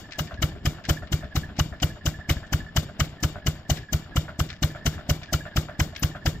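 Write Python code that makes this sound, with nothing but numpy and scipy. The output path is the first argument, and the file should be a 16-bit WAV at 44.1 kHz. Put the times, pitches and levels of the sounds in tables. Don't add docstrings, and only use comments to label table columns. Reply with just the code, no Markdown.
import sys
import numpy as np
from scipy import signal
from scipy.fft import rfft, irfft, next_fast_len
from scipy.io import wavfile
from scipy.ndimage import map_coordinates

SR = 44100
rng = np.random.default_rng(int(sys.argv[2]) if len(sys.argv) > 2 else 0)


def convert_level_to_amplitude(level_db):
    exponent = np.asarray(level_db, float) / 20
    return 10 ** exponent


def persist_wave(psi):
    counts = np.round(np.clip(psi, -1, 1) * 32767).astype(np.int16)
    wavfile.write(sys.argv[1], SR, np.atleast_2d(counts).T)


N = 282240
TIME_S = np.arange(N) / SR
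CYCLE_S = 0.2335
VALVE_LEAD_S = 0.0231


def unit(x):
    return x / np.sqrt(np.mean(x ** 2) + 1e-20)


def along(points, hz):
    point_hz, value = np.transpose(points)
    return np.interp(np.log(hz + 1), np.log(point_hz + 1), value)


def wobble(rate_hz):
    knots = rng.standard_normal(int(N * rate_hz / SR) + 4)
    return map_coordinates(knots, [TIME_S * rate_hz])


def filtered(x, response):
    size = next_fast_len(N + SR // 5)
    spectrum = rfft(x, size) * response(np.fft.rfftfreq(size, 1 / SR))
    return irfft(spectrum, size)[..., :N]


def modes(rows):
    def response(f):
        total = 0
        for k, (centre_hz, width_hz, db) in enumerate(rows):
            damping = 1j * f * width_hz
            total = total + (-1) ** k * convert_level_to_amplitude(db) * damping / (centre_hz ** 2 - f * f + damping)
        return total
    return response


def resonant_noise(response):
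    return unit(filtered(rng.standard_normal((2, N)), response))


def hiss(spectrum):
    return resonant_noise(lambda hz: convert_level_to_amplitude(along(spectrum, hz)))


def train(start_s, level_db, shape):
    lead, before = round(0.03 * SR), SR // 4
    places = np.round(start_s * SR).astype(int) + before
    marks = np.bincount(places, convert_level_to_amplitude(level_db), N + SR)
    t = np.arange(-lead, SR // 3) / SR
    return signal.oaconvolve(marks, shape(t))[lead + before:][:N]


def puff(width_ms):
    return lambda t: np.exp(-0.5 * (t * 1000 / width_ms) ** 2)


def burst(rise_ms, t60_s):
    return lambda t: np.where(t < 0, puff(rise_ms)(t), convert_level_to_amplitude(-60 * np.abs(t) / t60_s))


def delayed(x, delay_s):
    return np.pad(x, (round(delay_s * SR), 0))[:N]


# thump_s, thump_db, early_jet_db, late_jet_db
FIRINGS = [(0.208, -20.8, -24.5, -21), (0.4425, -11.5, -23.5, -17), (0.676, -11.5, -23.5, -17),
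           (0.911, -9.5, -22, -17.5), (1.1427, -11.5, -25, -23), (1.3773, -12, -24.5, -21.5),
           (1.6117, -10.5, -23.5, -19), (1.8454, -11.5, -22.5, -16), (2.0791, -12, -23.5, -22),
           (2.3133, -10.5, -22.5, -17), (2.5474, -11, -23.5, -21), (2.7838, -10.5, -22, -17),
           (3.0191, -11.5, -23.5, -17.5), (3.2514, -11, -22.5, -19.5), (3.4853, -11.5, -23.5, -20),
           (3.7181, -11, -22, -22), (3.9489, -11.5, -23.5, -25), (4.1819, -10, -24, -19),
           (4.4143, -12, -25, -20.5), (4.6463, -10.5, -22, -19), (4.8801, -12, -21, -18),
           (5.1149, -10.5, -21.5, -19.5), (5.35, -12, -22.5, -20.5), (5.584, -11, -23, -17.5),
           (5.8167, -10.5, -22.5, -17.5), (6.0479, -11, -23, -22), (6.279, -11, -23, -19.5)]


def cycles():
    thump_s = np.transpose(FIRINGS)[0]
    return np.r_[thump_s[0] - CYCLE_S, thump_s]


# centre_hz, width_hz, level_db
PIPE_MODES = [(80, 32, -4.9), (153, 23, 4.8), (179, 65, -3.1)]
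# centre_hz, width_hz, level_db
PORT_MODES = [(137, 151, -16.5), (326, 26, -4.2)]
# delay_ms, level_db
FENCES = [(33, -34), (58, -25.5), (78, -21.5), (113, -22)]


def exhaust():
    thump_s, thump_db = np.transpose(FIRINGS)[:2]
    count = len(thump_s)
    pop_db = thump_db - 9 + rng.normal(0, 1.2, count)
    pop = filtered(train(thump_s - VALVE_LEAD_S - 0.0009, pop_db + 21.5, puff(0.93)), modes(PORT_MODES))
    slug = train(thump_s - 0.0064, thump_db + 11, puff(1.96))
    dip = train(thump_s - 0.0173, thump_db + rng.normal(-3.4, 4, count), puff(0.5))
    thump = filtered(slug - dip, modes(PIPE_MODES))
    hum = filtered(train(thump_s, -48 - 2 * thump_db, puff(1)), modes([(156, 12, 0)]))
    echoes = sum(convert_level_to_amplitude(db) * delayed(thump, ms / 1000) for ms, db in FENCES)
    pop_echo = convert_level_to_amplitude(-11.5) * delayed(pop, 0.072)
    return pop + pop_echo + thump - hum + echoes


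# centre_hz, width_hz, level_db, after_pop_ms, early_share (0-1)
SILENCER = [(676, 262, -8.5, 6, 0.77), (1333, 620, -6, 14.2, 0.21), (2057, 920, -9.5, 9.24, 0.1),
            (3004, 365, -3, 11.55, 0.29), (3880, 1260, -5.5, 12.1, 0.76), (5150, 1800, -2.5, 7.9, 1),
            (6180, 430, -3.5, 9.7, 1), (7340, 1470, -5, 7.3, 1), (14500, 12000, -5.5, 8.6, 1),
            (14500, 8100, -11, 23.5, 1)]
# hz, level_db_per_hz
BLOWDOWN = [(180, -7), (300, 6), (440, -3.5), (603, -0.5), (870, -14.5), (1510, -6), (1660, -12),
            (2320, -9), (2790, -32), (3240, -7.5), (3950, -8.5), (7440, -10.5), (9090, -12.5), (14500, -20),
            (16000, -17.5)]
# centre_hz, width_hz, level_db
CASTING_MODES = [(2343, 4.4, 9.5), (2830, 144, 0.5), (3290, 350, -3.5), (3690, 71, 4), (4466, 140, -1.5),
                 (4670, 106, 1.5), (5410, 50, 1.5), (6790, 320, -4.5), (7500, 65, 1.5)]


def jet():
    early_db, late_db = np.transpose(FIRINGS)[2:]
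    early_db, late_db = np.r_[-27, early_db], np.r_[-27, late_db]
    pop_s = cycles() - VALVE_LEAD_S

    crackle_db = 4.1 * np.clip(wobble(900), -3, 1.6)
    gas = rng.standard_normal((2, N)) * convert_level_to_amplitude(crackle_db)
    rasp = np.zeros((2, N))
    for centre_hz, width_hz, db, after_pop_ms, early in SILENCER:
        chamber = modes([(centre_hz, width_hz, 0)])
        ring = filtered(gas, lambda f: chamber(f) ** 2)
        ring = unit(np.roll(ring, rng.integers(N), axis=1))
        level_db = db + early * early_db + (1 - early) * late_db + rng.normal(0, 1.2, len(pop_s))
        rasp += ring * train(pop_s + after_pop_ms / 1000, level_db + 0.5, burst(4.28, t60_s=0.032))

    creep = train(pop_s, early_db - 25.5, puff(8))
    leak = creep + train(pop_s + 0.014, early_db - 6, burst(6, t60_s=0.23))
    leak_hiss = leak * convert_level_to_amplitude(2 * wobble(60)) * hiss(BLOWDOWN)

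    shake = train(pop_s + 0.0092, early_db - 16, burst(4.6, t60_s=0.43))
    iron = shake * convert_level_to_amplitude(2 * wobble(30)) * resonant_noise(modes(CASTING_MODES))
    return rasp + leak_hiss + iron


# knock_s, peak_db
GULPS = [(0.091, -50), (0.311, -35.5), (0.553, -46), (0.785, -41.5), (1.023, -41), (1.226, -38),
         (1.492, -42.5), (1.726, -39), (1.959, -46), (2.188, -45.5), (2.43, -41), (2.664, -48),
         (2.888, -43.5), (3.129, -47), (3.356, -37), (3.591, -49), (3.829, -58), (4.061, -48),
         (4.282, -34.5), (4.519, -47), (4.749, -35.5), (4.981, -37.5), (5.217, -47), (5.454, -34),
         (5.686, -35), (5.925, -46), (6.15, -33)]
# centre_hz, width_hz, level_db
INLET_MODES = [(151, 43, 12.5), (617, 46, 3), (1416, 284, -7), (2146, 67, -2), (3370, 320, -2)]


def inlet():
    knock_s, peak_db = np.transpose(GULPS)
    bounce = train(knock_s + 0.0121, peak_db - 6, burst(3, t60_s=0.12))
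    knock = train(knock_s, peak_db, burst(0.6, t60_s=0.045)) + bounce
    tappet = modes([(650, 250, -4), (1480, 450, 0), (2800, 600, -9)])
    knock = knock * resonant_noise(lambda f: tappet(f) ** 2)

    draw = train(knock_s + 0.013, peak_db - 8.5, burst(5.6, t60_s=0.15))
    draw = draw * resonant_noise(modes(INLET_MODES))

    tap = train(knock_s + 0.002, peak_db + 26, puff(0.15))
    cover = filtered(tap, modes([(600, 14, 0), (655, 16, -1), (710, 22, -3)])) * convert_level_to_amplitude(3 * wobble(70))
    return cover + knock + draw


# after_thump_s, length_s, pitch_hz
FAINT_SLIP = [(.066, 0.029, 1783), (.113, 0.02, 1750), (.164, 0.041, 1734)]
# after_thump_s, length_s, pitch_hz
FIRM_SLIP = [(.054, .017, 1707), (.116, .032, 1760), (.167, 0.027, 1670)]
# first_db, second_db, third_db
SLIPS = [(-43, -51, -42), (-45.5, -57, -41.5), (-48, -71, -52), (-46, -50, -39), (-34, -41.5, -64),
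         (-44, -44, -40.5), (-35, -52, -66), (-69, -41, -57), (-37, -66, -47), (-41.5, -37.5, -47),
         (-39, -41.5, -48), (-37, -39, -67), (-47, -64, -59), (-67, -63, -47.5), (-53, -59, -47),
         (-52, -55, -48), (-39, -44, -39.5), (-45.5, -62, -39.5), (-61, -55, -51), (-57, -47, -54),
         (-40.5, -41.5, -44.5), (-37, -44, -69), (-60, -42.5, -36.5), (-37, -41, -39.5), (-61, -42, -47),
         (-50, -48, -40.5), (-44, -52, -46), (-44, -57, -57)]


def belt():
    faint_db, firm_db = -43, -40
    level_db = np.array(SLIPS)[..., None]
    firm = np.clip((level_db - faint_db) / (firm_db - faint_db), 0, 1)
    timing = firm * FIRM_SLIP + (1 - firm) * FAINT_SLIP
    after_s, length_s, pitch_hz = np.moveaxis(timing, -1, 0)
    pitch_hz = pitch_hz * rng.normal(1, 0.01, pitch_hz.shape)
    start_s = cycles()[:, None] + after_s

    halo = modes([(1750, 260, 0)])
    rub = unit(filtered(rng.standard_normal(N), lambda f: halo(f) ** 2))
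    rub = np.pad(rub, (0, SR))
    out = np.zeros(N + SR)
    columns = (start_s, level_db, length_s, pitch_hz)
    for s, db, length, hz in zip(*(column.ravel() for column in columns)):
        t = np.arange(round(1.22 * length * SR)) / SR
        here = round(s * SR)
        grip = np.minimum(t / 0.002, 1) * np.sqrt(np.abs(np.cos(np.pi / 2 * t / t[-1])))
        waver = 0.9 * np.sin(2 * np.pi * rng.uniform(30, 80) * t)
        phase = 2 * np.pi * hz * t * (1.01 - 0.35 * t) + waver
        whistle = np.sin(phase) + 0.16 * np.sin(2 * phase) + 0.14 * np.sin(3 * phase)
        slip = whistle + 0.25 * rub[here:][:len(t)]
        out[here:][:len(t)] += convert_level_to_amplitude(db + 1.5) * grip * slip
    return out[:N] * convert_level_to_amplitude(3 * wobble(120))


JOINT_DB = [-25.5, -25.5, -28.5, -25, -28.5, -25.5, -23, -28.5, -24]
# start_s, peak_db, brightest_hz
CLICKS = [
    (0.2728, -34.5, 2740),
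    (0.3404, -35, 2520),
    (1.072, -36, 2130),
    (1.2425, -34, 2170),
    (1.5653, -34, 2600),
    (1.8005, -31.5, 2620),
    (2.4673, -47, 4760),
    (3.2028, -44, 5000),
    (5.979, -39, 2600),
]
# start_s, peak_db
CHIRPS = [
    (3.207, -46),
    (5.969, -46),
    (5.996, -31),
]


def joint():
    first_s, lap_s, edge_lead_s, edge_db, joint_hz = 0.121, 0.7301, 0.012, -9, 2600
    hits = list(CLICKS)
    for lap, db in enumerate(JOINT_DB):
        s = first_s + lap * lap_s
        hits += [(s, db, joint_hz), (s - edge_lead_s, db + edge_db, joint_hz)]
    ticks = [(s, db, 0.58 * hz, min(2.05 * hz, 8000)) for s, db, hz in hits]
    ticks += [(s, db, 10800, 14300) for s, db in CHIRPS]

    out = np.zeros((2, N + SR))
    t = np.arange(SR // 10) / SR
    for s, db, low_hz, high_hz in ticks:
        band = signal.butter(3, [low_hz, high_hz], "bandpass", fs=SR, output="sos")
        grains = np.repeat(rng.standard_normal(len(t) // 63 + 1), 63)[:len(t)]
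        decay = convert_level_to_amplitude(-60 * t / 0.037) + 0.3 * convert_level_to_amplitude(5 * grains) * convert_level_to_amplitude(-60 * t / 0.27)
        blow = rng.standard_normal((2, len(t))) * decay
        blow[:, 0] = 3
        out[:, round(s * SR):][:, :len(t)] += convert_level_to_amplitude(db) * signal.sosfilt(band, blow)
    return out[:, :N]


# hz, level_db_per_hz
RUMBLE = [(12, -52), (20, -10), (70, 5.5), (151, -2), (200, -1.5), (325, -12.5), (420, -11), (500, -27),
          (650, -62), (1100, -120)]
# hz, level_db_per_hz
CLATTER = [(180, 10.5), (300, 8), (486, -1), (645, 5.5), (900, -2.5), (1750, -1), (2570, -9.5),
           (2880, -2.5), (5340, -12), (6000, -28), (7440, -63), (8940, -83), (10200, -23), (13500, -34),
           (16000, -47)]
# time_s, level_db
SETTLING = [(0, -5), (.4, 4), (1.7, 2), (2.7, -1.5), (4, -4), (5.2, -2), (6.4, 0.5)]


def running():
    rock_db = np.interp(TIME_S, *np.transpose(SETTLING))
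    rumble = convert_level_to_amplitude(-48 + rock_db + 5.3 * wobble(35)) * hiss(RUMBLE)

    cycle_s = np.r_[cycles(), cycles()[-1] + CYCLE_S]
    crank = np.interp(TIME_S, cycle_s, np.arange(len(cycle_s)))
    swell_db = 2.5 * np.cos(2 * np.pi * (crank - 0.18))
    loose_s, loose = rng.uniform(size=(2, 260)) * [[N / SR], [1]]
    rattles = train(loose_s, 12 * loose - 9, burst(0.4, t60_s=0.03))
    uneven = convert_level_to_amplitude(1.5 * wobble(40)) + rattles
    clatter_db = -48 + 0.033 * rock_db + swell_db + 0.92 * wobble(3.32)
    return rumble + convert_level_to_amplitude(clatter_db) * uneven * hiss(CLATTER)


# hz, t60_s
GARDEN = [(100, 0.36), (1000, 0.42), (8000, 0.13)]


def garden(x):
    hz, t, z = signal.stft(rng.standard_normal((2, SR // 2)), SR, nperseg=256)
    fall = convert_level_to_amplitude(-60 * t / along(GARDEN, hz)[:, None])
    tail = signal.istft(z * fall, SR, nperseg=256)[1]
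    tail = tail / np.linalg.norm(tail[0])
    return signal.fftconvolve(np.pad(x, (400, 0))[None], tail, axes=1)[:, :N]


# start_s, level_db
BUFFETS = [
    (0.332, -33),
    (0.392, -25),
    (1.032, -25),
    (1.24, -27),
    (1.288, -37),
    (1.72, -25.5),
    (1.949, -47),
    (2.368, -20),
    (2.628, -26),
]


def wind():
    start_s, level_db = np.transpose(BUFFETS)
    push = filtered(train(start_s, level_db + 11.5, puff(0.65)), modes([(68.5, 35, 0)]))
    return -push * convert_level_to_amplitude([[2], [-2]])


# hz, level_db
LEFT_DB = [(60, 3.5), (200, -0.5), (380, 2), (700, -1), (1290, 2), (2380, 0), (3400, 8.5), (4400, 14),
           (8120, 23.5), (13000, 18), (15500, 32)]
# hz, share (0-1)
ALIKE = [(60, .97), (250, .85), (800, .82), (1400, .62), (3000, .68), (6000, .6), (12000, .66)]
# hz, lead_rad
LEAD = [(60, 0), (860, .15), (1400, .5), (2500, 1.2), (4050, 2.4), (5680, 7.4), (8100, 20.6), (11500, 30),
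        (16000, 44)]


def ports(pair, shadow):
    def to_right(hz):
        alike = np.clip(along(ALIKE, hz), 0, 1)
        path = np.exp(-1j * along(LEAD, hz)) * convert_level_to_amplitude(-shadow * along(LEFT_DB, hz))
        return path * [alike, np.sqrt(1 - alike ** 2)]
    return np.array([pair[0], filtered(pair, to_right).sum(0)])


def bass_ports(low):
    lag_rad = 0.15
    return filtered(low, lambda hz: np.exp(np.outer([-0.5j, 0.5j], lag_rad * (hz > 0))))


def belt_ports(squeak):
    shadow_hz = 2600
    return filtered(squeak, lambda hz: [convert_level_to_amplitude(-7) + 0 * hz, 1 / (1 + (hz / shadow_hz) ** 6)])


def scene():
    low, squeak, knock = exhaust(), belt(), inlet()
    near = ports(jet() + joint(), shadow=0.83) + ports(knock + running(), shadow=0.78)
    far = ports(convert_level_to_amplitude(-17) * garden(squeak + knock[0]), shadow=0.5) + convert_level_to_amplitude(-46) * garden(low)
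    return near + far + bass_ports(low) + belt_ports(squeak) + wind()


# hz, gain_db
MICROPHONE = [(20, 0.5), (7700, -1.5), (8200, -6.5), (8800, -10.5), (9700, -11.5), (11300, -4.5),
              (13200, 3), (14400, 2.5), (15650, -7.5), (15950, -45)]


def microphone(x):
    return filtered(x, lambda hz: convert_level_to_amplitude(along(MICROPHONE, hz)))


# hz, limit_db
GATE = [(7700, -140), (8200, -88), (9500, -89), (10000, -100), (11500, -107), (14800, -104), (15600, -94)]


def gate(x):
    hz, _, z = signal.stft(x, SR, nperseg=2048)
    bands = (np.abs(z[:, :1024]) ** 2).reshape(2, 64, 16, -1).mean(axis=2)
    limit_db = along(GATE, hz[8:1024:16])[:, None] - 3 + rng.normal(0, 3, bands.shape)
    z[:, :1024] *= np.repeat(bands > convert_level_to_amplitude(2 * limit_db), 16, axis=1)
    return signal.istft(z, SR, nperseg=2048)[1][:, :N]


def low_pass(x):
    return signal.sosfilt(signal.butter(12, 16320, fs=SR, output="sos"), x)


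def record(dry):
    mix = gate(microphone(dry))
    return low_pass(mix)


dry = scene()
out = record(dry)
persist_wave(out)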